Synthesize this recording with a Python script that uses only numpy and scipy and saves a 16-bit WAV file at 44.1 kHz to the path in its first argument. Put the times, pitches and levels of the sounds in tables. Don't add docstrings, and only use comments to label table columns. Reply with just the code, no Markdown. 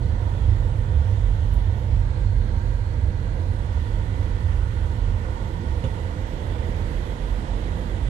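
import sys
import numpy as np
from scipy import signal
from scipy.fft import rfft, irfft, next_fast_len
from scipy.io import wavfile
from scipy.ndimage import uniform_filter1d, map_coordinates

SR = 44100
rng = np.random.default_rng(int(sys.argv[2]) if len(sys.argv) > 2 else 0)


def volts_from_db(level):
    exponent = np.asarray(level, float) / 20
    return 10 ** exponent


def to_wav(sig):
    pcm = np.clip(np.atleast_2d(sig), -1, 1) * 32767
    pcm = np.round(pcm).astype(np.int16)
    wavfile.write(sys.argv[1], SR, pcm.T)


N = 356769


def unit(x):
    return x / np.sqrt(np.mean(x ** 2) + 1e-20)


def along(points, hz):
    f, v = np.transpose(points)
    return np.interp(np.log(hz + 1), np.log(f + 1), v)


def curves(rows):
    s, *cols = np.transpose(rows)
    return [np.interp(np.arange(N) / SR, s, c) for c in cols]


def wobble(rate):
    knots = rng.standard_normal(int(N * rate / SR) + 4)
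    return map_coordinates(knots, [np.arange(N) * rate / SR])


def filtered(x, response):
    edge = SR // 8
    m = next_fast_len(N + 2 * edge)
    x = np.pad(x, [(0, 0)] * (x.ndim - 1) + [(edge, m - N - edge)], mode="reflect")
    return irfft(rfft(x) * response(np.fft.rfftfreq(m, 1 / SR)), m)[..., edge:edge + N]


def resonance(f, hz, width):
    return (f * width) ** 2 / ((hz * hz - f * f) ** 2 + (f * width) ** 2)


def shaken(modes, steady, span):
    def ring(f):
        return sum(volts_from_db(db) * resonance(f, hz, width) for hz, width, db in modes)

    x = filtered(rng.standard_normal((2, N)), ring)
    swell = np.abs(uniform_filter1d(x ** 2, round(span * SR), axis=1, mode="reflect"))
    return unit(x / (swell + 1e-12) ** (np.clip(steady, 0, 1) / 2))


def jolts(rows, half_s, db):
    t = np.arange(N) / SR
    phase = 2 * np.pi * rng.random(len(rows))
    out = np.zeros(N)
    for (s, peak_db, hz), start in zip(rows, phase):
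        near = slice(max(round((s - .3) * SR), 0), round((s + .3) * SR))
        swell = np.exp(-.5 * ((t[near] - s) / half_s) ** 2)
        out[near] += volts_from_db(peak_db + db) * swell * np.sin(2 * np.pi * hz * t[near] + start)
    return out


# time in seconds, roughness in dB.
ROUGHNESS = [(0, 0.5), (.5, 1.5), (1.5, 0.5), (2.3, -1), (2.8, -1.5), (3.7, -3), (4.55, -1), (5.4, -5),
             (6.0, -6.5), (6.36, -11), (6.45, -4.5), (7.2, -9.5), (7.95, -6.5), (8.09, -1)]
# centre in Hz, width in Hz, level in dB.
CABIN_MODES = [(31.5, 7, -4), (43.7, 17, 4.5)]
# centre in Hz, width in Hz, level in dB.
PAN_MODES = [(63.2, 9.7, -7), (73.3, 12, -2.5), (78.8, 8, -6)]
# centre in Hz, width in Hz, level in dB.
AXLE_MODES = [(90.9, 9.1, -3.5), (98.3, 16, 3), (110.2, 8.8, -8), (124.6, 9.2, -10.5), (163, 15, -19)]
# peak time in seconds, peak level in dB, pitch in Hz.
HOLLOWS = [(0.5, -17.5, 47), (0.65, -19, 39), (1.26, -13, 44), (1.58, -13.5, 46), (1.98, -13, 44),
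           (2.28, -16, 47), (2.39, -12.5, 42), (2.72, -17.5, 44), (3.39, -24, 47), (3.71, -20, 43),
           (3.92, -16.5, 40), (4.45, -24, 43), (4.6, -20.5, 44), (5.08, -20.5, 43), (6.93, -16.5, 41.1),
           (7.3, -17, 46), (7.53, -18, 46), (7.65, -17.5, 47), (7.9, -22, 46), (8.07, -18, 52)]
# peak time in seconds, peak level in dB, pitch in Hz.
RUTS = [(0.48, -16.5, 77), (0.51, -16, 103), (0.95, -15, 70), (1.15, -18, 67), (1.53, -17.5, 75.8),
        (1.67, -15.5, 94.3), (1.91, -16.5, 60.8), (1.99, -19.5, 94), (2.22, -21, 102.2),
        (2.34, -20.5, 98.3), (2.55, -19, 91.9), (3.02, -19.5, 67), (3.04, -16.5, 88.7), (3.46, -19, 89),
        (3.95, -20.5, 68.8), (4.12, -21.5, 96.1), (4.38, -22.5, 78), (4.5, -19, 90.1), (4.51, -20.5, 70),
        (4.63, -20, 70), (5.15, -20.5, 90.2), (5.29, -22, 70.5), (5.68, -17.5, 71.5), (5.9, -25, 75),
        (6.05, -22, 85.5), (6.17, -23.5, 93), (6.55, -23.5, 71.8), (6.68, -24, 77.95), (7.37, -24, 64),
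        (7.7, -25.5, 68)]


def road():
    rough_db, = curves(ROUGHNESS)
    steady_db = -23.5
    boom = volts_from_db(steady_db + 0.42 * rough_db) * shaken(CABIN_MODES, steady=0.55, span=0.16)
    pan = volts_from_db(steady_db + 0.82 * rough_db) * shaken(PAN_MODES, steady=0.5, span=0.27)
    axle = volts_from_db(steady_db + 0.99 * rough_db) * shaken(AXLE_MODES, steady=0.4, span=0.041)
    single = jolts(HOLLOWS, half_s=0.075, db=0.0) + jolts(RUTS, half_s=0.046, db=0.5)
    return boom + pan + axle + single * [[1], [0]]


# time in seconds, firing rate in Hz.
FIRING = [(0, 41.4), (1.2, 42.7), (1.94, 42), (2.2, 45.6), (2.55, 42.5), (3.5, 45.4), (4.0, 40.96),
          (4.5, 43), (6.0, 38.6), (6.9, 40.15), (7.35, 45.02), (8.09, 49.5)]


def engine():
    hz, = curves(FIRING)
    idle_hz, idle_db, db_per_hz = 41, -34, .6
    turn = 2 * np.pi * np.cumsum(hz * (1 + .015 * wobble(3.2))) / SR
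    level_db = idle_db + db_per_hz * (hz - idle_hz) + 2.4 * wobble(5)
    return volts_from_db(level_db) * (np.sin(turn) + volts_from_db(-9.5) * np.sin(2 * turn) + volts_from_db(-14.5) * np.sin(3 * turn))


# start in seconds, level in dB.
STONE_HITS = [
    (1.510, -55),
    (1.524, -56),
    (1.5355, -41.5),
    (1.551, -53),
]
# centre in Hz, width in Hz, level in dB, t60 in seconds.
STONE_BANDS = [(11500, 10000, 1, .03)]
# start in seconds, level in dB.
HAND_HITS = [
    (5.8375, -33),
    (5.845, -39),
    (5.862, -42),
]
# centre in Hz, width in Hz, level in dB, t60 in seconds.
FINGER_BANDS = [(2850, 400, -4, .06), (3500, 250, -4, .08), (6500, 2400, -15, .07), (900, 900, -1, .08)]
# pitch in Hz, level in dB, t60 in seconds.
SHELL_MODES = [(118, 2, .14), (160, 0, .12), (205, -3, .1), (300, -8, .08), (430, -7, .1), (520, -6, .1)]


def knocks():
    out = np.zeros((2, N + SR))
    t = np.arange(SR // 5) / SR
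    f = np.fft.rfftfreq(len(t), 1 / SR)

    def burst(hz, width):
        noise = rng.standard_normal((2, len(t)))
        return unit(irfft(rfft(noise) * resonance(f, hz, width), len(t)))

    thud_db = 13
    thud = sum(volts_from_db(thud_db + db - 60 * t / t60) * np.sin(2 * np.pi * hz * t) for hz, db, t60 in SHELL_MODES)
    onset = 1 - np.exp(-t / 0.0014)
    for hits, bands, ring in [(STONE_HITS, STONE_BANDS, 0), (HAND_HITS, FINGER_BANDS, thud)]:
        for s, db in hits:
            click = sum(burst(hz, width) * volts_from_db(level - 60 * t / t60) for hz, width, level, t60 in bands)
            out[:, round(s * SR):][:, :len(t)] += volts_from_db(db) * (click + ring) * onset
    return out[:, :N]


def patches(x, depth_db):
    z = signal.stft(x, nperseg=512)[2]
    field = uniform_filter1d(rng.standard_normal(z.shape[1:]), size=8, axis=0)
    field = uniform_filter1d(field, size=30, axis=1)
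    return signal.istft(z * volts_from_db(depth_db * unit(field)), nperseg=512)[1][:, :N]


# time in seconds, level in dB.
VENT_LEVEL = [(0, -41.5), (1.6, -42), (3.0, -41.5), (4.3, -40.5), (5.6, -40.5), (6.7, -38), (7.07, -38),
              (8.09, -38)]
# time in seconds, pose from 0 to 3.
HAND_POSE = [(0, 0), (1.8, 0), (2.1, 1), (3.5, 1), (3.75, 2), (5.8, 2), (6.3, 3), (8.09, 3)]
POSE_HISS_DB = [-22, -23, -21.5, -22.5]
# frequency in Hz, level in dB per Hz.
AIR_COLOUR = [(90, -30), (140, 0.5), (220, -3), (400, -11.5), (700, -14), (1200, -18.5), (2300, -24),
              (4000, -30), (5000, -35), (7500, -37), (10000, -41.5), (10700, -44), (13000, -59),
              (14400, -74)]
# centre in Hz, width in Hz, then lift in dB in each of the four poses.
DUCT_MODES = [(333.7, 24, 4, 5.5, 5, 4.5), (491, 102, 8, 8, 8.5, 8), (924, 132, 10, 9.5, 10.5, 7.5),
              (1264, 120, -1, -3, -1.5, -1.5), (1462, 207, 5, 4, 7, 2.5), (1616, 140, -0.5, 5.5, -3.5, 1.5),
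              (1811, 64, 7, -1.5, 7, 3.5), (1971, 153, 5.5, 6, 8, 7), (676, 230, 1, 0.5, -1, 0),
              (2585, 300, -2.5, -3, -2, -2.5), (4270, 460, 2.5, 5.5, 2, 0.5), (3370, 730, 4.5, 1.5, 4.5, 4),
              (12050, 1060, 13, 11.5, 12, 13)]


def blower():
    level_db, = curves(VENT_LEVEL)
    pose, = curves(HAND_POSE)
    hiss_db = level_db + np.interp(pose, range(len(POSE_HISS_DB)), POSE_HISS_DB)
    hz, width, *lifts = np.transpose(DUCT_MODES)
    air = patches(rng.standard_normal((2, N)), depth_db=0.86)
    out = 0
    for k, lift_db in enumerate(lifts):
        def duct(f):
            peaks_db = sum(g / (1 + (2 * (f - c) / w) ** 2) for c, w, g in zip(hz, width, lift_db))
            return volts_from_db(along(AIR_COLOUR, f) + peaks_db) * (f > 60)

        share = np.clip(1 - np.abs(pose - k), 0, 1)
        out = out + share * filtered(air, duct)
    top = filtered(out, lambda f: f ** 4 / (f ** 4 + 4610.0 ** 4))
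    rush = volts_from_db(level_db + 7) * unit(out - top)
    hiss = volts_from_db(hiss_db + 6.5) * unit(top)
    return volts_from_db(0.21 * wobble(6.4)) * (rush + hiss)


# frequency in Hz, level in dB.
COVER_DB = [(40, -8), (200, -7.7), (450, -9), (700, -7), (950, -14), (1300, -9), (1900, -13), (4000, -14),
            (6300, -17), (7000, -22), (7400, -29), (7900, -12), (9700, -14), (10400, -20)]
# frequency in Hz, likeness from 0 to 1.
LIKENESS = [(100, .985), (300, .9), (400, .72), (520, .9), (690, .3), (900, .65), (1500, .6), (2300, .3),
            (4000, .35), (5000, .05)]
# frequency in Hz, lag in radians.
COVER_LAG = [(100, 0), (300, .5), (480, .4), (650, 1), (780, 2.9), (1300, 3.3), (2000, 3.2), (4000, 8.5),
             (8000, 22)]


def covered_port(near, other):
    def alike(f):
        return np.clip(along(LIKENESS, f), 0, 1)

    shared = filtered(near, lambda f: alike(f) * np.exp(-1j * along(COVER_LAG, f)))
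    apart = filtered(other, lambda f: np.sqrt(1 - alike(f) ** 2))
    return filtered(shared + apart, lambda f: volts_from_db(along(COVER_DB, f)))


def scene():
    near, other = road() + blower() + knocks() + engine() * [[1], [0]]
    return np.array([covered_port(near, other), near])


# frequency in Hz, left signal over step in dB, right signal
# over step in dB.
ROUNDING_DETAIL = [(200, 34, 40), (700, 18, 26), (2000, 10, 20), (3500, 7, 17), (4400, 3, 14), (5000, -3, 12),
                   (6500, -6, 11), (7200, -10, 9), (7900, -4, 2), (9600, -6, -1), (10700, -13, -7),
                   (11800, -14, -3), (12600, -12, -7), (13300, -9, -14)]


def coarse_steps(x, start, spare_db, size=1024, count=672):
    n = np.arange(2 * size)
    window = np.sin(np.pi * (n + .5) / (2 * size))
    basis = window * np.cos(np.pi / size * (n + .5 + size / 2) * (np.arange(count)[:, None] + .5))
    x = np.pad(x, ((0, 0), (size - start, 2 * size)), mode="reflect")
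    c = np.lib.stride_tricks.sliding_window_view(x, 2 * size, axis=1)[:, ::size].copy() @ basis.T
    frames = c.shape[1]
    hz = (np.arange(count) + .5) * SR / (2 * size)
    power = uniform_filter1d(uniform_filter1d(c ** 2, size=64, axis=1), size=24, axis=2)
    rms = np.sqrt(np.abs(power) + 1e-18)
    over_db = spare_db + np.array([along(np.array(ROUNDING_DETAIL)[:, [0, k]], hz) for k in (1, 2)])
    wander_db = 1.5 * rng.standard_normal((2, frames, 1))
    wander_db = wander_db + 4 * rng.standard_normal((2, frames, count // 16)).repeat(16, axis=2)
    wander_db = uniform_filter1d(wander_db, size=2, axis=1) * [[[.6]], [[1.3]]]
    step = rms / volts_from_db(over_db)[:, None] * volts_from_db(wander_db)
    coarse = np.sign(c) * np.floor(np.abs(c) / step + .4054) * step
    parts = coarse @ basis * 2 / size
    first = np.pad(parts[..., :size], ((0, 0), (0, 1), (0, 0)))
    second = np.pad(parts[..., size:], ((0, 0), (1, 0), (0, 0)))
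    return (first + second).reshape(2, -1)[:, size - start:][:, :N]


def top_cut(x):
    return signal.sosfilt(signal.butter(12, 14490, fs=SR, output="sos"), x)


def record(dry):
    x = filtered(dry, lambda f: f ** 2 / (f ** 2 + 20 ** 2))
    x = coarse_steps(x, start=700, spare_db=np.array([[-2], [-4]]))
    x = coarse_steps(x, start=118, spare_db=np.array([[5], [5]]))
    to_end = np.arange(N)[::-1] / (.004 * SR)
    mix = x * np.sin(np.pi / 2 * np.clip(to_end, 0, 1)) ** 2
    return top_cut(mix)


dry = scene()
out = record(dry)
to_wav(out)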